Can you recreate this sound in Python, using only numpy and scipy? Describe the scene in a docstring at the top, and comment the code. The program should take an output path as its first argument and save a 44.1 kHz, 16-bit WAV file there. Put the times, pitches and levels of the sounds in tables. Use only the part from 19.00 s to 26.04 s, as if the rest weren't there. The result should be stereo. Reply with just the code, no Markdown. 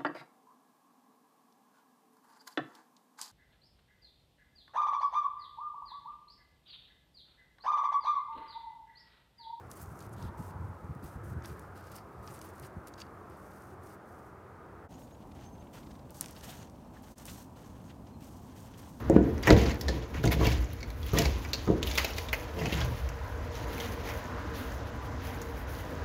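"""A loose chipboard panel knocks and judders, grit and glass shards crack, and clothes rustle as someone
squeezes through the window of an empty building, phone in hand. Bumps ring the panel's modes; dragging
drives them with dense soft slips. Each crack is a snap and a splintering burst that ring a shard.
The bare room rings on after bumps and cracks. Distant traffic hums in the window bay, swells low and
briefly near 4 s, and grows a little as the phone comes back outside."""
import sys
import numpy as np
from scipy import signal
from scipy.io import wavfile
from scipy.ndimage import uniform_filter1d

SR = 44100
rng = np.random.default_rng(int(sys.argv[2]) if len(sys.argv) > 2 else 0)


def log_audio(samples):
    """Write samples as a 16-bit WAV file to the path given in sys.argv[1]."""
    # one column per channel
    frames = np.atleast_2d(samples).T
    # limit to full scale, then quantise
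    limited = np.clip(frames, -1, 1)
    pcm = np.round(limited * 32767).astype(np.int16)
    wavfile.write(sys.argv[1], SR, pcm)


N = 310464

# traffic spectrum shape: freq_hz, density_db
TRAFFIC_SPECTRUM = [(18, -35), (30, 1), (71, 7), (168, -7), (299, -2.5), (369, -9.5), (479, -9),
                    (606, -9.5), (1510, -18.5), (2690, -28.5), (6540, -32.5), (8280, -38), (15500, -74)]
# traffic at the phone: time_s, bass_db, low_mid_db, mid_db
TRAFFIC_LEVELS = [(0, -33.5, -40, -45.5), (1.1, -36, -45.5, -48), (2, -34.5, -49.5, -49.5),
                  (3, -38, -46, -45.5), (4.2, -34, -51, -43.5), (4.8, -35.5, -42, -41),
                  (5.4, -35.5, -42, -40), (6.2, -35.5, -44.5, -42.5), (7.04, -36.5, -42.5, -40.5)]
# traffic, left with right: freq_hz, correlation
TRAFFIC_CORRELATION = [(40, 0.95), (150, 0.93), (400, 0.82), (1000, 0.17), (8000, 0.017)]
# window bay resonances: centre_hz, width_hz, gain_db
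BAY_RESONANCES = [(65, 8.8, -1.5), (261, 66, -5.5), (464, 26, 5), (602, 17.5, -2.5), (1008, 110, 0),
                  (1546, 760, 0), (1840, 110, -12)]
# rubbed grit resonances: centre_hz, width_hz, gain_db
GRIT_RESONANCES = [(2870, 2200, 3), (4300, 2400, -31), (6480, 1400, -2.5)]
# scraped wood resonances: centre_hz, width_hz, gain_db
WOOD_RESONANCES = [(930, 1100, 11), (2070, 800, 12)]
# rubbing strokes: start_s, rise_s, hold_s, fall_db_per_s, grit_db, cloth_rel_db, wood_rel_db
RUB_STROKES = [(0.078, 0.022, 0.031, 63, -71, -3, 22.5), (0.417, 0.063, 0.044, 205, -38.5, -13, 3.5),
               (.56, 0.014, .05, 200, -36.5, -10, -0.5), (0.65, 0.0079, 0.048, 232, -40.5, -13, 4),
               (0.775, .12, 0.097, 93, -51, -28, 1), (1.133, 0.013, 0.013, 160, -49.5, -9, 8),
               (1.226, 0.012, 0.022, 300, -40, -8, -7), (1.303, 0.013, 0.012, 397, -35, -5, 0.5),
               (1.328, .12, .04, 88, -38.5, -11.5, 0), (1.995, 0.12, 0.037, 100, -47.5, -6, -5),
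               (2.139, 0.047, 0.028, 125, -33.5, -10, -3), (2.275, 0.019, 0.19, 100, -51, -9.5, -6),
               (2.547, .02, 0.1, 70, -51, -11, -20), (2.806, 0.067, 0.11, 100, -44, -6.5, -6),
               (2.974, 0.0053, 0.0045, 400, -28, -4.5, 2), (2.994, 0.041, 0.018, 200, -35.5, -13, -3),
               (3.084, 0.093, .02, 90, -44, -7.5, -18), (3.321, 0.0064, 0.012, 77, -46.5, -6, 0),
               (3.51, 0.24, 0.092, 300, -42, -8.5, -0.5), (3.868, 0.016, 0.053, 41, -53.5, -4.5, 2.5),
               (4.5, 0.053, .02, 49, -48, -5, -7), (4.66, 0.14, 0.053, 58, -47.5, -1.5, -0.5),
               (5.026, 0.041, .03, 70, -48, -5, 5), (5.523, 0.046, 0.033, 74, -50.5, -1.5, -18),
               (6.18, 0.08, 0.051, 55, -51, 0.5, 5.5), (6.647, 0.045, 0.065, 68, -54, -1.5, -16)]
# steady rustle under the strokes: grit_db, cloth_rel_db, wood_rel_db
STEADY_RUSTLE = (-59.5, -4.5, -2)
# grit and glass cracks: start_s, shard_peak_db, pitch_hz, upper_hz, upper_rel_db, top_rel_db, decay_ms
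SHARD_CRACKS = [(0.098, -33, 1760, 6900, 10.5, -2, 2.3), (0.161, -28.5, 1477, 3400, -34, -29, 12),
                (0.379, -36, 1970, 5840, 3, -23, 11), (0.428, -30, 2890, 5920, 0, -2, 8.7),
                (0.4345, -26.5, 2110, 4660, 2, -12, 8.1), (0.472, -12.5, 1920, 5480, -10, -9, 23),
                (0.5045, -12, 2110, 3500, 6, -34, 3.8), (0.565, -24.5, 1950, 3580, 0.5, -13, 8.5),
                (0.6094, -33, 2020, 6000, -2, -20, 5.2), (0.662, -30, 1830, 4540, 8, -22, 8.9),
                (0.7088, -31.5, 2170, 4540, 4, -22, 11), (0.744, -41, 2200, 4500, 0, 10, 3),
                (0.8112, -35, 1940, 5020, 15.5, 9, 5.1), (0.883, -22, 1775, 4250, 7, -27, 8.5),
                (1.2387, -24, 1435, 3250, -9, -19, 6.7), (1.2537, -26.5, 3200, 6400, 7, -16, 11),
                (1.275, -27, 2160, 4540, 7.5, -16, 7.3), (1.3187, -22, 2220, 3430, 1.5, 4, 17),
                (1.4094, -22, 980, 4060, -16, -15, 14), (1.4527, -23, 2760, 3360, -5, -5, 19),
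                (1.4684, -21.5, 2280, 4600, 2, 0, 13), (1.5176, -22.5, 2220, 4060, 0.5, -31, 7.7),
                (1.732, -52, 2190, 4400, 12.5, 20, 5), (1.8049, -44, 2243, 4600, 9.5, -3, 15),
                (1.8295, -29, 2170, 4370, 0.5, -29, 7.3), (1.9034, -39.5, 2300, 4370, 6, 6, 5),
                (2.0304, -33.5, 3400, 4600, -5, -6, 9), (2.065, -38, 3320, 5200, -6, 9, 5),
                (2.1347, -24.5, 1027, 5540, -4, -1, 30), (2.173, -22, 1920, 3460, -2, -6, 11),
                (2.1859, -16, 2950, 5200, 8, 2, 6), (2.2194, -31, 1780, 5000, 16, 1, 3.6),
                (2.2534, -20.5, 2230, 4700, 4, -31, 9.6), (2.449, -31, 2000, 4900, -2, -14, 7.5),
                (2.5329, -19, 2720, 4330, 8.5, -2, 9.8), (2.6753, -25, 1080, 4280, -22, -32, 11),
                (2.829, -24.5, 3145, 3280, 11, -3, 5.5), (2.8724, -27, 3230, 3480, -1, 4, 7.9),
                (2.9133, -27.5, 2320, 3530, 7.5, 0, 5), (2.9539, -26, 2380, 3480, 7, 3, 12),
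                (2.9819, -14, 2040, 4550, 3, -18, 5.4), (3.0164, -28, 2060, 3730, 4, -4, 7.1),
                (3.0464, -16.5, 2570, 4250, 1, -2, 4.8), (3.1044, -32, 2580, 3680, -4, 6, 14),
                (3.1836, -20, 2120, 4880, 3, -4, 4.8), (3.286, -29, 2400, 3540, 6.5, -25, 8),
                (3.33, -12.5, 2120, 4350, -9.5, -5, 9.5), (3.5896, -31, 2750, 4900, 2, -8, 15),
                (3.6136, -27, 1910, 4900, -20, -13, 19), (3.6572, -22.5, 2590, 4440, -0.5, -26, 9.8),
                (3.7052, -30, 1870, 3400, -16, -23, 5.1), (3.7241, -17, 2830, 3330, -16, -31, 14),
                (3.8048, -28.5, 2970, 5150, 4, -24, 4.3), (3.8137, -26.5, 1630, 3350, 0.5, -22, 9.9),
                (3.848, -41.5, 2360, 4500, 2, 13, 19), (4.0896, -32.5, 2360, 5800, 5, -3, 5.1),
                (4.565, -45, 3250, 5200, 14, -11, 14), (4.78, -34, 2220, 3420, -6, 8, 5.4),
                (4.8016, -29.5, 2100, 3270, 7, -20, 6.1), (5.0894, -31, 1780, 5330, 0, -4, 11),
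                (5.5936, -37, 1820, 3560, 1, -8, 8.5), (5.7194, -36, 1720, 5850, 1, -20, 10),
                (6.27, -37, 3270, 5000, 1, -10, 21), (6.4172, -43, 1720, 6790, 15.5, 9, 8.7)]
# whole-sheet modes of the panel: freq_hz, gain_db, t60_s
BOOM_MODES = [(64.5, -2.5, 0.27), (108, -6.5, 0.25)]
# bending modes of the panel: freq_hz, gain_db, t60_s
FLEX_MODES = [(121.1, -15.5, 0.51), (159.4, -5.5, 0.082)]
# body modes of the panel: freq_hz, gain_db, t60_s
BODY_MODES = [(135, -3, 0.056), (190, -21, 0.34), (256.6, -6.5, 0.053), (318.7, -1, 0.15),
              (372.4, 12, 0.018), (443, -2, 0.22), (530, 3.5, 0.071), (686, 4.5, 0.071), (962, 8.5, 0.041),
              (1296, -7, 0.2)]
# panel drags, then in the last row (4.026 s) a brief low swell of distant traffic rumble:
# start_s, rise_s, hold_s, fall_db_per_s, boom_db, flex_db, body_db
LOW_SWELLS = [(0.1, .005, 0.047, 114, -37, -24.5, -22.5), (0.465, 0.018, 0.014, 300, -36, -26, -21),
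              (0.494, 0.0078, 0.018, 300, -12, -20, -15.5), (.535, .01, 0.053, 120, -21, -30, -30.5),
              (0.632, 0.037, .04, 250, -23, -32, -37.5), (0.806, 0.041, 0.017, 300, -33, -60, -40.5),
              (0.864, 0.027, .04, 108, -40, -37.5, -39.5), (1.118, 0.046, 0.028, 150, -36, -37, -40.5),
              (1.237, 0.0074, 0.014, 300, -18.5, -21, -23.5), (1.29, 0.16, .02, 150, -27, -23.5, -27.5),
              (1.518, 0.015, 0.096, 603, -24.5, -49, -45), (2.131, .003, 0.076, 116, -44, -28.5, -29),
              (2.222, 0.029, 0.13, 500, -34, -43, -46), (2.673, .004, 0.011, 225, -20, -22, -22.5),
              (2.782, 0.02, 0.016, 90, -30, -52, -57), (3.544, 0.032, 0.092, 150, -54, -33, -35),
              (3.735, .04, 0.15, 300, -32, -34.5, -44), (4.026, 0.0071, .015, 300, -28, -52, -46)]
# bumps on the panel: start_s, knock_db, boom_db, contact_ms, left_minus_right_db
PANEL_BUMPS = [(0.097, -6.5, -36, 1.84, 5), (0.161, -1, -20.5, 2.95, -6.5), (0.505, -7.5, -23, 1.5, -18),
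               (0.53, -16.5, -10.5, 2.06, -10), (0.57, -11, -26, 4.2, 4), (0.891, -18.5, -42, 2.04, -5),
               (1.242, -17, -23, 1.8, -9.5), (1.259, -18, -24, 1, -9), (1.409, -22, -27.5, 1.5, -15),
               (1.457, -38, -21.5, 9.9, -29), (1.521, -36, -25, 3, -17), (2.134, -24, -20.5, 1.85, 7),
               (2.186, -18.5, -42, 1, 2), (2.676, -24, -20.5, 1.04, 2), (2.699, -11.5, -29, 2.66, -1),
               (2.98, -27, -40, 1.24, -4), (3.044, -24, -53, 1, 5), (3.723, -24, -26, 3.1, 2)]

ROOM_LOW_DB, ROOM_LOW_T60_S = -14, 0.69
ROOM_HIGH_DB, ROOM_HIGH_T60_S = -10.5, 0.4
CRACK_LOW_DB, PRESSED_DB, LOW_DB_PER_OCTAVE = -12, 8.5, -4  # low mids: base, under panel, above 2 kHz
PORT_LAG_SAMPLES = 18  # the panel reaches the right microphone port later


def undb(db):
    return 10 ** (np.asarray(db) / 20)


def unit_rms(x):
    return x / np.sqrt(np.mean(x ** 2))


def unit_peak(x):
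    return x / abs(x).max()


def band(x, hz, width_hz):
    """Resonant band-pass, gain 1 at the centre."""
    return signal.lfilter(*signal.iirpeak(hz, hz / width_hz, fs=SR), x)


def between(x, lo_hz, hi_hz):
    return signal.sosfilt(signal.butter(3, [lo_hz, hi_hz], "band", fs=SR, output="sos"), x)


def ring(x, modes, gains=None):
    """Damped modes driven by x."""
    out = 0
    for k, (hz, db, t60_s) in enumerate(modes):
        radius, angle = np.exp(-np.log(1000) / (t60_s * SR)), 2 * np.pi * hz / SR
        mode = signal.lfilter([0, np.sin(angle)], [1, -2 * radius * np.cos(angle), radius ** 2], x)
        out = out + undb(db) * (1 if gains is None else gains[k]) * mode
    return out


def smooth(x, samples):
    return uniform_filter1d(uniform_filter1d(x, samples), samples)


def wander(rate_hz):
    """Smoothed random steps, RMS 1."""
    hold = int(SR / rate_hz)
    steps = np.repeat(rng.standard_normal(N // hold + 1), hold)
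    return unit_rms(smooth(steps, hold)[:N])


def grains(per_s, spread_db):
    """Random clicks, a few much larger; RMS 1."""
    clicks = (rng.random(N) < per_s / SR) * rng.standard_normal(N)
    return unit_rms(clicks * undb(spread_db * np.minimum(rng.exponential(size=N), 5)))


def envelopes(rows):
    """Rise, hold and fall of each row, summed as power; one amplitude envelope per level column."""
    t, power = np.arange(N) / SR, 0
    for start_s, rise_s, hold_s, fall_db_per_s, *levels_db in rows:
        rise = np.clip((t - start_s) / rise_s, 0, 1)
        fall = undb(-fall_db_per_s * np.clip(t - start_s - rise_s - hold_s, 0, None))
        power = power + np.outer(undb(levels_db), rise * fall) ** 2
    return np.sqrt(power)


def lag_right(x, samples=PORT_LAG_SAMPLES):
    return np.array([x, np.roll(x, samples)])


def place(out, start_s, sound, pan_db):
    """Add a stereo sound; pan_db is left minus right."""
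    i = int(start_s * SR)
    sound = sound[:, :N - i]
    out[:, i:i + sound.shape[1]] += sound * undb([[pan_db / 2], [-pan_db / 2]])


def traffic():
    """Distant traffic: third-octave noise bands that swell together and flicker alone."""
    def lookup(table, hz):
        freqs_hz, values = np.transpose(table)
        return np.interp(np.log(hz), np.log(freqs_hz), values)

    layers, swell = np.zeros((3, 2, N)), wander(1)
    for hz in 30 * 2 ** np.arange(0, 9, 1 / 3):
        correlation = lookup(TRAFFIC_CORRELATION, hz)
        mid, side = (band(band(rng.standard_normal(N), hz, hz / 3), hz, hz / 3) for _ in range(2))
        pair = np.sqrt(1 + correlation) * mid + np.sqrt(1 - correlation) * np.array([side, -side])
        band_db = lookup(TRAFFIC_SPECTRUM, hz) + .7 * swell + 1.7 * wander(12)
        layers[np.searchsorted([130, 420], hz)] += undb(band_db) * pair  # bass, low mids, mids
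    times_s, *levels_db = np.transpose(TRAFFIC_LEVELS)
    t = np.arange(N) / SR
    return sum(undb(np.interp(t, times_s, db)) * unit_rms(layer) for db, layer in zip(levels_db, layers))


def window_bay(x):
    """The bay adds its resonances to sound from outside."""
    return x + sum(undb(db) * band(x, hz, width_hz) for hz, width_hz, db in BAY_RESONANCES)


def bare_room(x):
    """Reflections off bare walls: a noise tail per port, the treble dying sooner."""
    t = np.arange(SR) / SR
    noise = rng.standard_normal((2, SR)) * np.clip(t / 0.0016, 0, 1)
    low = between(noise, 60, 1000) * undb(-60 * t / ROOM_LOW_T60_S)
    high = between(noise, 1000, 16000) * undb(-60 * t / ROOM_HIGH_T60_S)
    tail = undb(ROOM_LOW_DB) * low / np.linalg.norm(low[0])
    tail += undb(ROOM_HIGH_DB) * high / np.linalg.norm(high[0])
    return signal.fftconvolve(x.mean(axis=0)[None], tail)[:, :N]


def rubbing():
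    """Friction noise of cloth, grit and wood; small stones each tick at their own pitch."""
    strokes = envelopes([(*timing, db, db + cloth_db, db + wood_db)
                         for *timing, db, cloth_db, wood_db in RUB_STROKES])
    db, cloth_db, wood_db = STEADY_RUSTLE
    grit_gain, cloth_gain, wood_gain = np.hypot(strokes, undb([[db], [db + cloth_db], [db + wood_db]]))
    shared = grains(1500, 1.0) + rng.standard_normal(N)
    friction = np.array([.5 * port + 1.9 * grains(1500, 1.7) + 2.54 * rng.standard_normal(N)
                         for port in lag_right(shared, 8)])
    grit, wood = (sum(undb(db + 1.5 * wander(50)) * band(friction, hz, width) for hz, width, db in table)
                  for table in (GRIT_RESONANCES, WOOD_RESONANCES))
    stones = unit_rms(sum(band(grains(60, 2.5), hz, hz / 14) for hz in np.geomspace(2300, 7200, num=14)))
    grit = unit_rms(between(grit, 2440, 6440)) + undb(-5.5) * lag_right(stones, 7)
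    cloth = between(friction, 9000, 16000) * undb(2.5 * wander(40))  # catches and lets go
    wood = between(wood, 720, 2110)
    mix = grit_gain * unit_rms(grit) + cloth_gain * unit_rms(cloth) + wood_gain * unit_rms(wood)
    return undb(1.5 * wander(60)) * mix


def splinter_burst(t, decay_ms):
    """A snap, then ragged decaying noise, reaching the ports a few samples apart."""
    noise = rng.standard_normal((3, len(t)))
    flicker_db = 4 * rng.standard_normal(len(t) // 24 + 1).repeat(24)[:len(t)]
    burst = (.75 * noise[:2] + .65 * noise[2]) * undb(flicker_db) * np.exp(-1000 * t / decay_ms)
    burst[:, 0] += 8  # snap
    burst[1] = np.roll(burst[1], rng.integers(2, 5))
    return burst


def shard_cracks():
    """Grit and glass break: each burst rings its shard in narrow peaks on wider humps."""
    out, t = np.zeros((2, N)), np.arange(SR // 8) / SR
    drags = LOW_SWELLS[:-1]
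    for start_s, db, hz, upper_hz, upper_db, top_db, decay_ms in SHARD_CRACKS:
        pressed = any(at_s <= start_s <= at_s + rise_s + hold_s for at_s, rise_s, hold_s, *_ in drags)
        low_db = CRACK_LOW_DB + PRESSED_DB * pressed + LOW_DB_PER_OCTAVE * max(np.log2(hz / 2000), 0)
        pan_db = 3.5 * rng.standard_normal()
        burst = splinter_burst(t, decay_ms)
        shard = band(burst, hz, hz / 16) + 1.2 * band(burst, hz, hz / 60)
        shard += .9 * band(burst, 1.14 * hz, hz / 40)
        shard += .38 * band(band(burst, hz, hz / 1.5), hz, hz / 1.5)
        upper = band(burst, upper_hz, upper_hz / 7) + .7 * band(burst, upper_hz, upper_hz / 35)
        upper += .25 * between(burst, .72 * upper_hz, 1.5 * upper_hz) + .18 * between(burst, 3200, 7600)
        top = between(burst, 9800, 15500) * (0.4 + np.exp(-t / .0025))  # dies first
        low = between(burst, 414, 950)
        parts = (shard, 0), (upper, upper_db), (top, top_db), (low, low_db)
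        crack = sum(undb(rel_db) * unit_peak(part) for part, rel_db in parts)
        place(out, start_s, undb(db) * crack, pan_db)
    return out


def panel_drag_and_rumble():
    """Soft slips against the wall keep the panel's modes sounding; the last swell is traffic rumble."""
    def sustain(modes, grains_per_s):
        drive = smooth(grains(grains_per_s, 1.35), samples=16)
        return unit_rms(ring(drive, modes))

    boom = sustain(BOOM_MODES[:1], 292)
    flex = lag_right(sustain(FLEX_MODES, 294), 4 * PORT_LAG_SAMPLES)
    body = lag_right(sustain(BODY_MODES[1:], 798))
    side = 0.084 * sustain(BODY_MODES[1:], 800)
    boom_gain, flex_gain, body_gain = envelopes(LOW_SWELLS)
    bass = (boom_gain * boom + flex_gain * flex) * undb([[-1.2], [1.2]])
    return bass + body_gain * (body + np.array([side, -side]))


def panel_bumps():
    """A push shoves the air out and back, rings the panel's body and booms the whole sheet."""
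    out = np.zeros((2, N))
    spots = rng.standard_normal((len(PANEL_BUMPS), len(BODY_MODES)))  # each spot has its own mode mix
    for (start_s, knock_db, boom_db, contact_ms, pan_db), spot in zip(PANEL_BUMPS, spots):
        pulse = np.hanning(int(contact_ms * SR / 1000))
        push = np.pad(pulse / pulse.sum(), (0, SR // 2 - len(pulse)))
        air = band(band(-push, 540, 930), 450, 1200)
        body = ring(push, BODY_MODES, np.sign(spot) * undb(spot))
        knock = unit_peak(air) + undb(-5.0) * unit_peak(body)
        bump = undb(knock_db) * knock + undb(boom_db) * ring(push, BOOM_MODES)
        place(out, start_s + 0.0013, lag_right(np.pad(bump, (0, PORT_LAG_SAMPLES))), pan_db)
    return out


def scene():
    """Stereo mix; only bumps and cracks excite the room."""
    hits = panel_bumps() + shard_cracks()
    background = undb(-3.5) * window_bay(traffic())
    return background + bare_room(hits) + panel_drag_and_rumble() + rubbing() + hits


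def record(dry):
    """The phone drops the deepest bass, dips near 8 kHz at its ports, clips and cuts the top."""
    x = signal.sosfilt(signal.butter(4, 48, "high", fs=SR, output="sos"), dry) * undb([[-.45], [.45]])
    x = x - 0.59 * band(x, hz=8360, width_hz=3260)
    return signal.sosfilt(signal.ellip(10, .2, 70, 15700, fs=SR, output="sos"), np.clip(x, -1, 1))


dry = scene()
out = record(dry)
log_audio(out)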